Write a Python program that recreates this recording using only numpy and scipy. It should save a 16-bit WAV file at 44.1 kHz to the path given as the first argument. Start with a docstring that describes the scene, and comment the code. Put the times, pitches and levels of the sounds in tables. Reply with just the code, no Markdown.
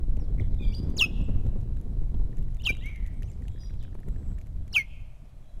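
"""Ospreys on a treetop nest give sharp falling whistles, each a sliding near-sine tone with a weak octave.
The forest below throws them back as many scattered echoes; fainter notes, mostly small birds, mix in.
Wind buffets the microphone as shaped noise; dry twigs tick and sticks tap in short fading bursts.
A rough change of sample rate, which grabs stored samples as they are, mirrors every whistle."""
import sys
import numpy as np
from scipy import signal
from scipy.io import wavfile
from scipy.ndimage import uniform_filter1d

SR = 44100
rng = np.random.default_rng(int(sys.argv[2]) if len(sys.argv) > 2 else 0)


def wav_out(sig):
    """Save sig, one row per channel (or a flat mono array), as 16-bit PCM at SR to the path in sys.argv[1]."""
    wavfile.write(sys.argv[1], SR, np.round(np.clip(np.atleast_2d(sig).T, -1, 1) * 32767).astype(np.int16))


N = 246959


def gain_of(db):
    """Turn decibels into a plain multiplier."""
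    return 10 ** (np.asarray(db) / 20)


def evened(x):
    """Scale a signal to an average (RMS) strength of 1."""
    return x / np.sqrt(np.mean(x ** 2) + 1e-20)


def smooth_random(count, size):
    """Random wandering, smoothed over a number of steps, with an RMS of 1."""
    return evened(uniform_filter1d(rng.standard_normal(count), size))


def read(points, hz):
    """Read a curve of values against pitch, drawn on a logarithmic pitch scale."""
    f, value = np.transpose(points)
    return np.interp(np.log(hz + 1), np.log(f + 1), value)


def add(mix, s, sound):
    """Mix a sound in from time s, cutting off what runs past the end."""
    part = mix[round(s * SR):][:len(sound)]
    part += sound[:len(part)]


def noise(spectrum, size, flicker_db, patchy_db, count=N):
    """Random short-time spectra; all bins flicker together, patches drift on their own."""
    frames, hz = 4 * count // size + 5, np.fft.rfftfreq(size, 1 / SR)
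    real, imaginary, patches = rng.standard_normal((frames, len(hz), 3)).T
    patches = uniform_filter1d(patches, size=6, axis=0)  # across pitch
    patches = evened(uniform_filter1d(patches, size=10, axis=1))  # across time
    flicker = smooth_random(frames, 3)
    level_db = read(spectrum, hz)[:, None] + flicker_db * flicker + patchy_db * patches
    z = (real + 1j * imaginary) * gain_of(level_db)
    return evened(signal.istft(z, nperseg=size, noverlap=3 * size // 4)[1][:count])


# the forest's hush, its balance of low and high sound: (frequency [Hz], relative level [dB per Hz])
HUSH_COLOUR = [(180, -45), (300, -18.5), (555, -7.5), (614, -2), (828, -12.5), (1360, -18), (2740, -25),
               (3290, -23), (3640, -26), (3890, -25), (4520, -28), (12500, -30.5), (16000, -55.5)]
HUSH_DB = -66.5


def hush():
    """The forest's quiet, steady background is noise with a fixed colour and small random changes."""
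    return gain_of(HUSH_DB) * noise(HUSH_COLOUR, size=1024, flicker_db=0.5, patchy_db=1.35)


RUSTLE_DB, RUSTLES_PER_S = -80, 80  # level of the smallest crackles, average rate


def rustle():
    """Tiny random crackles of the nest lining, a few much larger than the rest."""
    size_db = 3.0 * np.minimum(rng.exponential(1, N), 4)
    starts = gain_of(size_db) * (rng.random(N) < RUSTLES_PER_S / SR)
    fade = gain_of(-60 * np.arange(600) / SR / 0.019)  # 60 dB in 0.019 s
    crackles = signal.oaconvolve(starts, fade)[:N]
    band = signal.butter(2, [1400, 4500], "bandpass", fs=SR, output="sos")
    grit = signal.sosfilt(band, rng.standard_normal(N))
    return gain_of(RUSTLE_DB) * crackles * evened(grit)


TICK_S = 0.005  # time to fall 20 dB
# further faint ticks fall at random while the birds shift their feet
SHIFT_FROM_S, SHIFT_TO_S, FAINT_COUNT = 1.4, 5.1, 12
FAINT_TICK_DB, FAINT_SPREAD_DB = -61.5, 4  # before the lift in ticks(); full spread from faintest to loudest
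# the main snaps of dry twigs, before the lift in ticks(): (time [s], level [dB])
TICKS = [(.1698, -58), (0.198, -60), (.545, -55.5), (0.901, -52), (1.465, -53), (1.771, -63), (2.37, -52.5),
         (2.383, -56.5), (2.5453, -57), (2.6207, -55), (2.7497, -58), (2.7686, -55), (2.8586, -48.5),
         (2.864, -51), (2.959, -53), (3.0632, -51.5), (3.072, -56), (3.2224, -56), (3.231, -52),
         (3.316, -57), (3.4203, -54), (3.4817, -48.5), (3.827, -57), (3.835, -55), (4.0857, -50),
         (4.262, -64), (4.319, -66), (4.3866, -55), (4.4134, -56.5), (4.419, -63.5), (4.4613, -60),
         (4.4688, -58), (4.6787, -54.5)]
# balance of low and high sound in a snap: (frequency [Hz], relative level [dB per Hz])
TICK_COLOUR = [(530, -42), (900, -16.5), (1220, -16.5), (2220, -4), (4920, -20), (6640, -11), (9770, -20),
               (11600, -9), (12900, -36.5), (15100, -29), (16000, -57.5)]


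def ticks():
    """Dry twigs snap: a bright burst of noise that starts almost at once and dies quickly."""
    out, t = np.zeros(N), np.arange(1024) / SR
    when, size = rng.random((FAINT_COUNT, 2)).T
    when = SHIFT_FROM_S + (SHIFT_TO_S - SHIFT_FROM_S) * when
    faint_db = FAINT_TICK_DB + FAINT_SPREAD_DB * (size - .5)
    for s, db in [*TICKS, *zip(when, faint_db)]:
        snap = noise(TICK_COLOUR, size=128, flicker_db=2.5, patchy_db=2.5, count=1024)
        rise = np.minimum(t / 0.00062, 1)
        add(out, s, gain_of(db + 3.0 - 20 * t / TICK_S) * rise * snap)  # 3 dB lift
    return out


# the knocks of thicker sticks, before roughness: (time [s], level [dB], pitch [Hz])
TAPS = [(1.4651, -56, 1630), (1.7688, -48, 1610), (2.034, -55, 1930), (2.329, -49, 1855), (2.38, -51, 1820),
        (2.483, -48.5, 1930), (2.6193, -50, 1810), (2.7492, -42, 2200), (2.768, -52, 1530),
        (3.1138, -57, 1820), (3.1348, -57.5, 1790), (3.2221, -42.5, 1840), (3.423, -49, 1910),
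        (3.4535, -51.5, 1770), (3.5598, -48, 1740), (3.5788, -47, 1830), (3.6345, -49, 1900),
        (3.697, -48.5, 2130), (3.705, -46, 1590), (3.8082, -58, 1680), (3.829, -50, 1800),
        (3.849, -44.5, 1630), (3.8794, -50, 1490), (3.929, -50, 1740), (3.9903, -49, 1750),
        (4.0323, -46, 1810), (4.0846, -46, 1880), (4.1607, -45.5, 1736), (4.229, -55, 1900),
        (4.3166, -52.5, 1400), (4.3818, -44.5, 1810), (4.413, -58, 1870), (4.73, -51, 1590)]


def taps():
    """Thicker sticks give a short hollow tap: a roughened sine that falls 60 dB in 0.015 s."""
    out, t = np.zeros(N), np.arange(1024) / SR
    for s, db, hz in TAPS:
        rough = .75 + .35 * smooth_random(len(t), 20)
        rise = np.minimum(t / .0008, 1)
        add(out, s, gain_of(db - 60 * t / .015) * rise * rough * np.sin(2 * np.pi * hz * t))
    return out


EDDY_DB, EDDY_S = 1.5, 0.042  # passing eddies lift and drop the whole wind; smoothing time
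# strength of the wind before the eddies: (time [s], buffeting level [dB], flutter level [dB])
GUSTS = [(0, -30, -41), (.06, -21.5, -50.5), (.2, -27, -40.5), (.34, -23.5, -42), (.41, -20, -40),
         (.47, -25, -44), (.62, -25.5, -45), (.83, -25, -38.5), (1.0, -28.5, -36), (1.17, -26.5, -38.5),
         (1.31, -22.5, -38), (1.42, -25.5, -41), (1.61, -28.5, -45.5), (1.78, -21.5, -42.5),
         (1.839, -31.5, -43.5), (1.96, -22.5, -43.5), (2.07, -29, -47), (2.19, -24, -42.5),
         (2.3, -30.5, -48), (2.43, -27, -45.5), (2.58, -32.5, -51.5), (2.72, -29, -46), (3.12, -33, -52.5),
         (3.22, -31.5, -48), (3.35, -31.5, -52), (3.48, -29, -51), (3.63, -35, -57.5), (3.82, -30.5, -48),
         (4.051, -30.5, -49.5), (4.14, -27, -43), (4.46, -35, -54.5), (4.6, -27, -56), (4.69, -38.5, -52),
         (4.86, -37, -60), (5.08, -37.5, -63.5), (5.16, -44.5, -63), (5.6, -43, -62.5)]
# balance of the low buffeting: (frequency [Hz], relative level [dB per Hz])
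BUFFET_COLOUR = [(4.7, -38.5), (8.0, 2.5), (21, 3), (35, 0.5), (124, -12), (254, -37), (300, -37),
                 (390, -61), (660, -120)]
# balance of the flutter above it: (frequency [Hz], relative level [dB per Hz])
FLUTTER_COLOUR = [(71, -26), (120, 3.5), (254, -14), (396, -18), (738, -34), (817, -34), (1820, -49.5),
                  (2200, -49.5), (2500, -53.5), (3250, -80.5), (5500, -120)]


def wind():
    """Eddies push the microphone's membrane in slow lumps; the flutter above comes in short puffs."""
    gust_s, *levels = np.transpose(GUSTS)
    buffet_db, flutter_db = (np.interp(np.arange(N) / SR, gust_s, level) for level in levels)
    span = int(EDDY_S * SR)
    eddies_db = EDDY_DB * evened(uniform_filter1d(smooth_random(N, span), span))
    lumps = noise(BUFFET_COLOUR, size=4096, flicker_db=0.0, patchy_db=1.5)
    puffs = noise(FLUTTER_COLOUR, size=512, flicker_db=3.5, patchy_db=1.0)
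    return gain_of(eddies_db) * (gain_of(buffet_db) * lumps + gain_of(flutter_db) * puffs)


# single slaps of wind on the microphone, before the cut in slaps(): (time [s], level [dB])
SLAPS = [(0.034, -32), (0.082, -31), (0.173, -28), (0.302, -31), (0.345, -25.5), (0.403, -21.5),
         (0.608, -26.5), (0.829, -26), (1.233, -27), (1.433, -32), (1.465, -25), (1.53, -29.5),
         (1.575, -35.5), (1.766, -26), (2.099, -46), (2.142, -29.5), (2.702, -24), (3.211, -51),
         (3.704, -39), (3.95, -30.5), (4.007, -40.5), (4.319, -40)]
# balance of low and high sound in a slap: (frequency [Hz], relative level [dB per Hz])
SLAP_COLOUR = [(60, -12), (200, 6.5), (500, -3), (900, -19), (1600, -34), (3000, -38), (8000, -49)]


def slaps():
    """Each slap of wind is a short dull burst of noise, sharp in front, falling 60 dB in 0.021 s."""
    out, t = np.zeros(N), np.arange(1024) / SR
    for s, db in SLAPS:
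        burst = noise(SLAP_COLOUR, size=256, flicker_db=0.5, patchy_db=4.0, count=1024)
        rise = np.minimum(t / 0.003, 1)
        add(out, s, gain_of(db - 2.0 - 60 * t / 0.021) * rise * burst)  # 2 dB cut
    return out


def note(rows, overtone_db, breath_db, clear_db=0, grain=12):
    """A near sine from the syrinx (a bird's voice organ), with a weak octave and a haze of air noise."""
    s, hz, db = np.transpose(rows)
    t = np.arange(s[0], s[-1], 1 / SR)
    hz = uniform_filter1d(np.interp(t, s, hz), size=90)
    phase = 2 * np.pi * np.cumsum(hz) / SR
    # a longer grain keeps the haze closer to the pitch
    haze = gain_of(breath_db) * evened(uniform_filter1d(smooth_random(len(t), grain), grain))
    octave = gain_of(overtone_db) / (1 + (hz / 4200) ** 8)  # the octave appears only low in the glide
    tone = (gain_of(clear_db) + haze) * np.sin(phase) + octave * np.sin(2 * phase)
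    level = uniform_filter1d(np.interp(t, s, gain_of(db)), size=60)
    return s[0], np.sqrt(2) * level * tone * signal.windows.tukey(len(t), .05)


SWELL_DB, WAVER_DB = -19.5, 3  # a note swells from this far below its peak; waver, less for notes under 0.1 s


def phrase(start, length, first_hz, middle_hz, last_hz, db, place, fade_db):
    """Rows (s, Hz, dB) of a note: a pitch arc through three points; swell, peak, fade."""
    u = np.linspace(0, 1, 40)  # progress through the note
    hz = first_hz * (1 - u) * (1 - 2 * u) + 4 * middle_hz * u * (1 - u) + last_hz * u * (2 * u - 1)
    waver = WAVER_DB * smooth_random(len(u), 4) * min(length / .1, 1)
    shape_db = np.interp(u, [0, np.clip(place, .01, .99), 1], [SWELL_DB, 0, fade_db])
    return np.transpose([start + length * u, hz, db + shape_db + waver])


def trill(start, end, first_hz, last_hz, rate, depth_hz, db):
    """A whistle whose pitch warbles up and down; it sounds mostly at the turns and flutters on its way."""
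    t = np.arange(0, end - start, 1 / SR)
    swing = np.sin(2 * np.pi * rate * t)
    hz = np.linspace(first_hz, last_hz, len(t)) + depth_hz * swing
    flutter = 1 + .35 * smooth_random(len(t), 160)
    shape = signal.windows.tukey(len(t), .25) * (.45 + .55 * swing ** 2) * flutter
    return start, gain_of(db) * shape * np.sin(2 * np.pi * np.cumsum(hz) / SR)


# faint chirp-like notes before waver, some perhaps mirrored sound; the 2.4 kHz note at 0.596 s has its
# strong octave as a row of its own, and the rise at 2.718 s is an osprey's short hook after its whistle:
# (time [s], length [s], first pitch [Hz], middle pitch [Hz], last pitch [Hz],
# peak level [dB], place of the peak [0-1], end level against the peak [dB])
CHIRPS = [ (0.197, .04, 5930, 5360, 5040, -69.5, .1, -4), (.235, .025, 5100, 4200, 3500, -72, .1, -3),
          (.26, 0.039, 3500, 3330, 3240, -76, .1, -7.5), (.405, 0.02, 3950, 3320, 2930, -59, 0.18, -11),
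          (.513, .014, 5600, 4500, 3900, -77, .2, 0), (.527, 0.081, 3880, 3810, 3800, -77, .1, -4),
          (0.596, 0.14, 2484, 2370, 2330, -55.5, 0.03, -6.5), (0.615, 0.13, 4770, 4710, 4620, -64, 0.18, 1),
          (0.721, 0.028, 2330, 2910, 2940, -58.5, .1, 0), (.739, 0.011, 2920, 3800, 4700, -55, .1, 5.5),
          (0.719, .026, 4700, 5600, 5960, -63, 0.1, 2.5), (0.747, 0.048, 4720, 4810, 4855, -47, 0.04, -6),
          (.80, 0.1, 4820, 4810, 4800, -78, .05, -19), (.83, .04, 6100, 5330, 4900, -71, .3, -6),
          (1.208, .012, 8300, 7470, 7650, -63, .5, -18.5), (1.235, .025, 8430, 7620, 7200, -65.5, .3, -17),
          (2.582, .026, 3680, 3510, 3920, -58, 0.65, -20), (2.591, .03, 2130, 2900, 2890, -54.5, 0.44, -1),
          (2.631, .013, 4000, 3100, 2820, -46, 0.44, -12), (2.676, 0.025, 3760, 3830, 3600, -46.5, .4, -9),
          (2.718, 0.028, 2480, 2890, 3200, -41.5, 0.08, -18),
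          (2.776, .04, 3190, 3520, 3950, -60.5, 0.2, -4), (2.822, 0.039, 2690, 3250, 3430, -52, 0, -16),
          (3.11, 0.11, 8130, 8270, 8300, -77.5, .12, -8), (3.227, 0.087, 4500, 6400, 7550, -73, 0, 1),
          (3.31, 0.031, 7500, 6300, 4380, -69, .1, -4), (3.25, .14, 8270, 8360, 8400, -79, .25, -5),
          (3.258, 0.078, 3690, 2470, 2090, -70.5, .3, -6), (4.06, .13, 8400, 7730, 7570, -78, .1, -5),
          (4.17, 0.19, 7900, 7880, 7900, -76.5, 0.03, -0.5), (4.22, .13, 7300, 7290, 7300, -80.5, .1, -4),
          (4.696, 0.033, 4200, 4170, 4140, -67, 0.84, -4.5), ]
# buzzy or hazy notes, and at 2.885 s the hazy falling echo of the rising whistle: columns as for CHIRPS
HAZY_NOTES = [(.378, 0.039, 2100, 2133, 2170, -46, 0.53, -30),
              (0.586, 0.067, 3560, 3560, 3346, -48, 1, -7.5), (.668, .072, 3420, 3450, 3430, -65, .1, -5),
              (2.885, 0.21, 2300, 2080, 1950, -50.5, 0.046, -15.5),
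              (3.585, .10, 5030, 4920, 4910, -59, .2, -1), (3.59, .09, 5720, 5730, 5620, -61, .25, -6.5),
              (5.438, .11, 3560, 3940, 3550, -91, .5, -7.5)]
# warbling notes before shaping: (start time [s], end time [s], first pitch [Hz], last pitch [Hz],
# warbles [per s], warble depth [Hz], level [dB])
TRILLS = [(3.42, 3.56, 7700, 7500, 58, 420, -73), (3.47, 3.73, 3500, 3700, 72, 300, -67),
          (3.785, 3.86, 4300, 2500, 70, 330, -62), (5.42, 5.555, 3250, 3450, 15, 110, -76),
          (5.46, 5.525, 3850, 3820, 8, 160, -74)]


def faint_notes():
    """Fainter sounds, mostly small birds: gliding notes, hazes thick with air noise, warbling trills."""
    out = np.zeros(N)
    for row in CHIRPS:
        add(out, *note(phrase(*row), overtone_db=-35, breath_db=-9, grain=110))
    for row in HAZY_NOTES:
        grain = int(row[2] / 30)  # the lower the note, the wider its haze
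        add(out, *note(phrase(*row), overtone_db=-40, breath_db=-3, clear_db=-3, grain=grain))
    for row in TRILLS:
        add(out, *trill(*row))
    return out


# the rising whistle of a bird below the nest, closer to the trees: columns as for CHIRPS
ANSWER = [(2.81, .085, 1860, 2150, 2330, -44, .65, -3)]


def answer():
    """A bird below the nest gives a rising whistle, a near sine with a little breath."""
    out = np.zeros(N)
    for row in ANSWER:
        add(out, *note(phrase(*row), overtone_db=-40, breath_db=-26.5))
    return out


# forest echoes, before colour: nest and trunk first, the treetops below swell later
# (delay time [s], level [dB])
FOREST = [(.02, -25), (.05, -25.5), (.075, -37.5), (.1, -43.5), (.17, -37), (.26, -44), (0.401, -52.5),
          (.55, -57.5), (.8, -67.5)]
# balance of low and high sound in the echoes: (frequency [Hz], level [dB])
ECHO_COLOUR = [(1500, 11), (2200, -8.5), (2700, -2), (3300, 4.5), (4500, 0), (7000, -1), (14000, -12)]


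def forest(x):
    """Sparse reflections of random sign whose strength follows the delay; treble dies sooner."""
    delay, db = np.transpose(FOREST)
    at = np.arange(int(delay[0] * SR), int(delay[-1] * SR), 20)
    echoes = np.zeros(at[-1] + 20)
    spots = at + rng.integers(0, 20, len(at))  # one echo somewhere in every 20 samples
    echoes[spots] = rng.choice([-1., 1.], len(at)) * gain_of(np.interp(at / SR, delay, db))
    hz, t, z = signal.stft(echoes, SR, nperseg=256)
    # long paths lose treble
    leaves_db = -14.0 * np.maximum(t - .15, 0) * np.maximum(hz[:, None] / 1000 - 2.3, 0)
    coloured = z * gain_of(read(ECHO_COLOUR, hz)[:, None] + leaves_db)
    echoes = signal.istft(coloured, SR, nperseg=256)[1]
    return signal.fftconvolve(x, echoes)[:N]


# echoes off twigs and the other bird: (delay time [ms], level [dB])
NEST = [(2.3, -22.5), (4.8, -12), (7.7, -21.5), (11.5, -17)]


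def nest(x):
    """A few close echoes beat against the gliding whistle and make it throb."""
    echoes = np.zeros(1024)
    echoes[0] = 1  # the direct sound
    for ms, db in NEST:
        echoes[round(ms * SR / 1000)] = gain_of(db)
    return signal.oaconvolve(x, echoes)[:N]


LIFT_S, EASE_S = 0.0042, .008  # the final lift grows over LIFT_S; the slide eases in over EASE_S
RASP_DB = 2.5  # the level breaks up while the pitch is still high


def whistle(effort, top_hz, rest_hz, slide_s, lift_hz):
    """Rows (s, Hz, dB) of a whistle: the pitch eases off its top, then relaxes exponentially to rest."""
    s, db = np.transpose(effort)
    t = np.arange(s[0], s[-1], 1 / 1000)
    height = np.exp((EASE_S - np.hypot(t - s[0], EASE_S)) / slide_s)  # 1 at the top, 0 at rest
    hz = rest_hz + (top_hz - rest_hz) * height + lift_hz * np.exp((t - s[-1]) / LIFT_S)
    rasp = RASP_DB * np.sqrt(height) * smooth_random(len(t), 3)
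    return np.transpose([t, hz, np.interp(t, s, db) + rasp])


# each whistle slides from top to resting pitch, fast at first, and lifts at the end:
# (top pitch [Hz], resting pitch [Hz], slide time [s], final lift [Hz], octave level low in the glide [dB])
WHISTLES = [(7090, 2490, .016, 200, -16.5), (5915, 2280, 0.015, 10.1, -27.5), (6074, 2110, .016, 30, -28.5)]
# how hard the bird blows, before rasp, one table a whistle: (time [s], level [dB])
EFFORT = [
    [(.966, -48), (.971, -41.5), (.976, -45.5), (.98, -33), (.988, -38), (.992, -27.5), (1.003, -25),
     (1.007, -34.5), (1.012, -19.5), (1.021, -20), (1.031, -21), (1.036, -32), (1.041, -22), (1.051, -26),
     (1.056, -40.5)],
    [(2.636, -63), (2.642, -50), (2.648, -51), (2.658, -39), (2.672, -22.5), (2.687, -37.5), (2.692, -24.5),
     (2.700, -20.5), (2.708, -34), (2.716, -53)],
    [(4.724, -81), (4.729, -46.5), (4.745, -43.5), (4.75, -35), (4.757, -26), (4.768, -18.5),
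     (4.786, -25.5), (4.801, -27.5), (4.806, -36.5), (4.81, -29), (4.825, -42.5), (4.83, -54)],
]
# the second half of the syrinx slides up to meet a whistle: columns as for CHIRPS
UPBEATS = [(2.649, 0.019, 2845, 3130, 3150, -24.5, 1, -3.5),
           (4.737, 0.019, 2760, 3002, 3210, -38, 0.21, 6.5)]


def ospreys():
    """The nest birds close by: falling whistles, and short upbeats from the syrinx's second half."""
    out = np.zeros(N)
    for effort, (*slide, octave_db) in zip(EFFORT, WHISTLES):
        add(out, *note(whistle(effort, *slide), octave_db, breath_db=-36.5, clear_db=1.04, grain=10))
    for row in UPBEATS:
        add(out, *note(phrase(*row), overtone_db=-28.5, breath_db=-35, grain=10))
    return out


def scene():
    """Mix all layers; ospreys, answer and faint notes each send their own share into the forest echoes."""
    near, below, faint = ospreys(), answer(), faint_notes()
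    echoes = forest(gain_of(-16) * near + gain_of(3.0) * below + gain_of(-2.0) * faint)
    voices = nest(near) + below + faint + echoes
    return (voices + wind() + slaps() + ticks() + taps() + rustle() + hush())[None]


FIRST_SR, EDGE_HZ = 48000, 15800  # sample rate before the rough rate change [Hz]; treble cutoff [Hz]


def record(dry):
    """Grabbing stored samples leaves a sawtooth timing error: tones mirror about multiples of the rate gap."""
    taken = signal.resample_poly(dry, FIRST_SR // 300, SR // 300, axis=1)
    picked = taken[:, np.arange(N) * FIRST_SR // SR]  # the sample at or just before each moment
    picked = picked - .0043  # the converter sits slightly off zero
    lowpass = signal.firwin(511, EDGE_HZ, window=("kaiser", 9), fs=SR)
    return signal.oaconvolve(picked, lowpass[None], "same")


dry = scene()
out = record(dry)
wav_out(out)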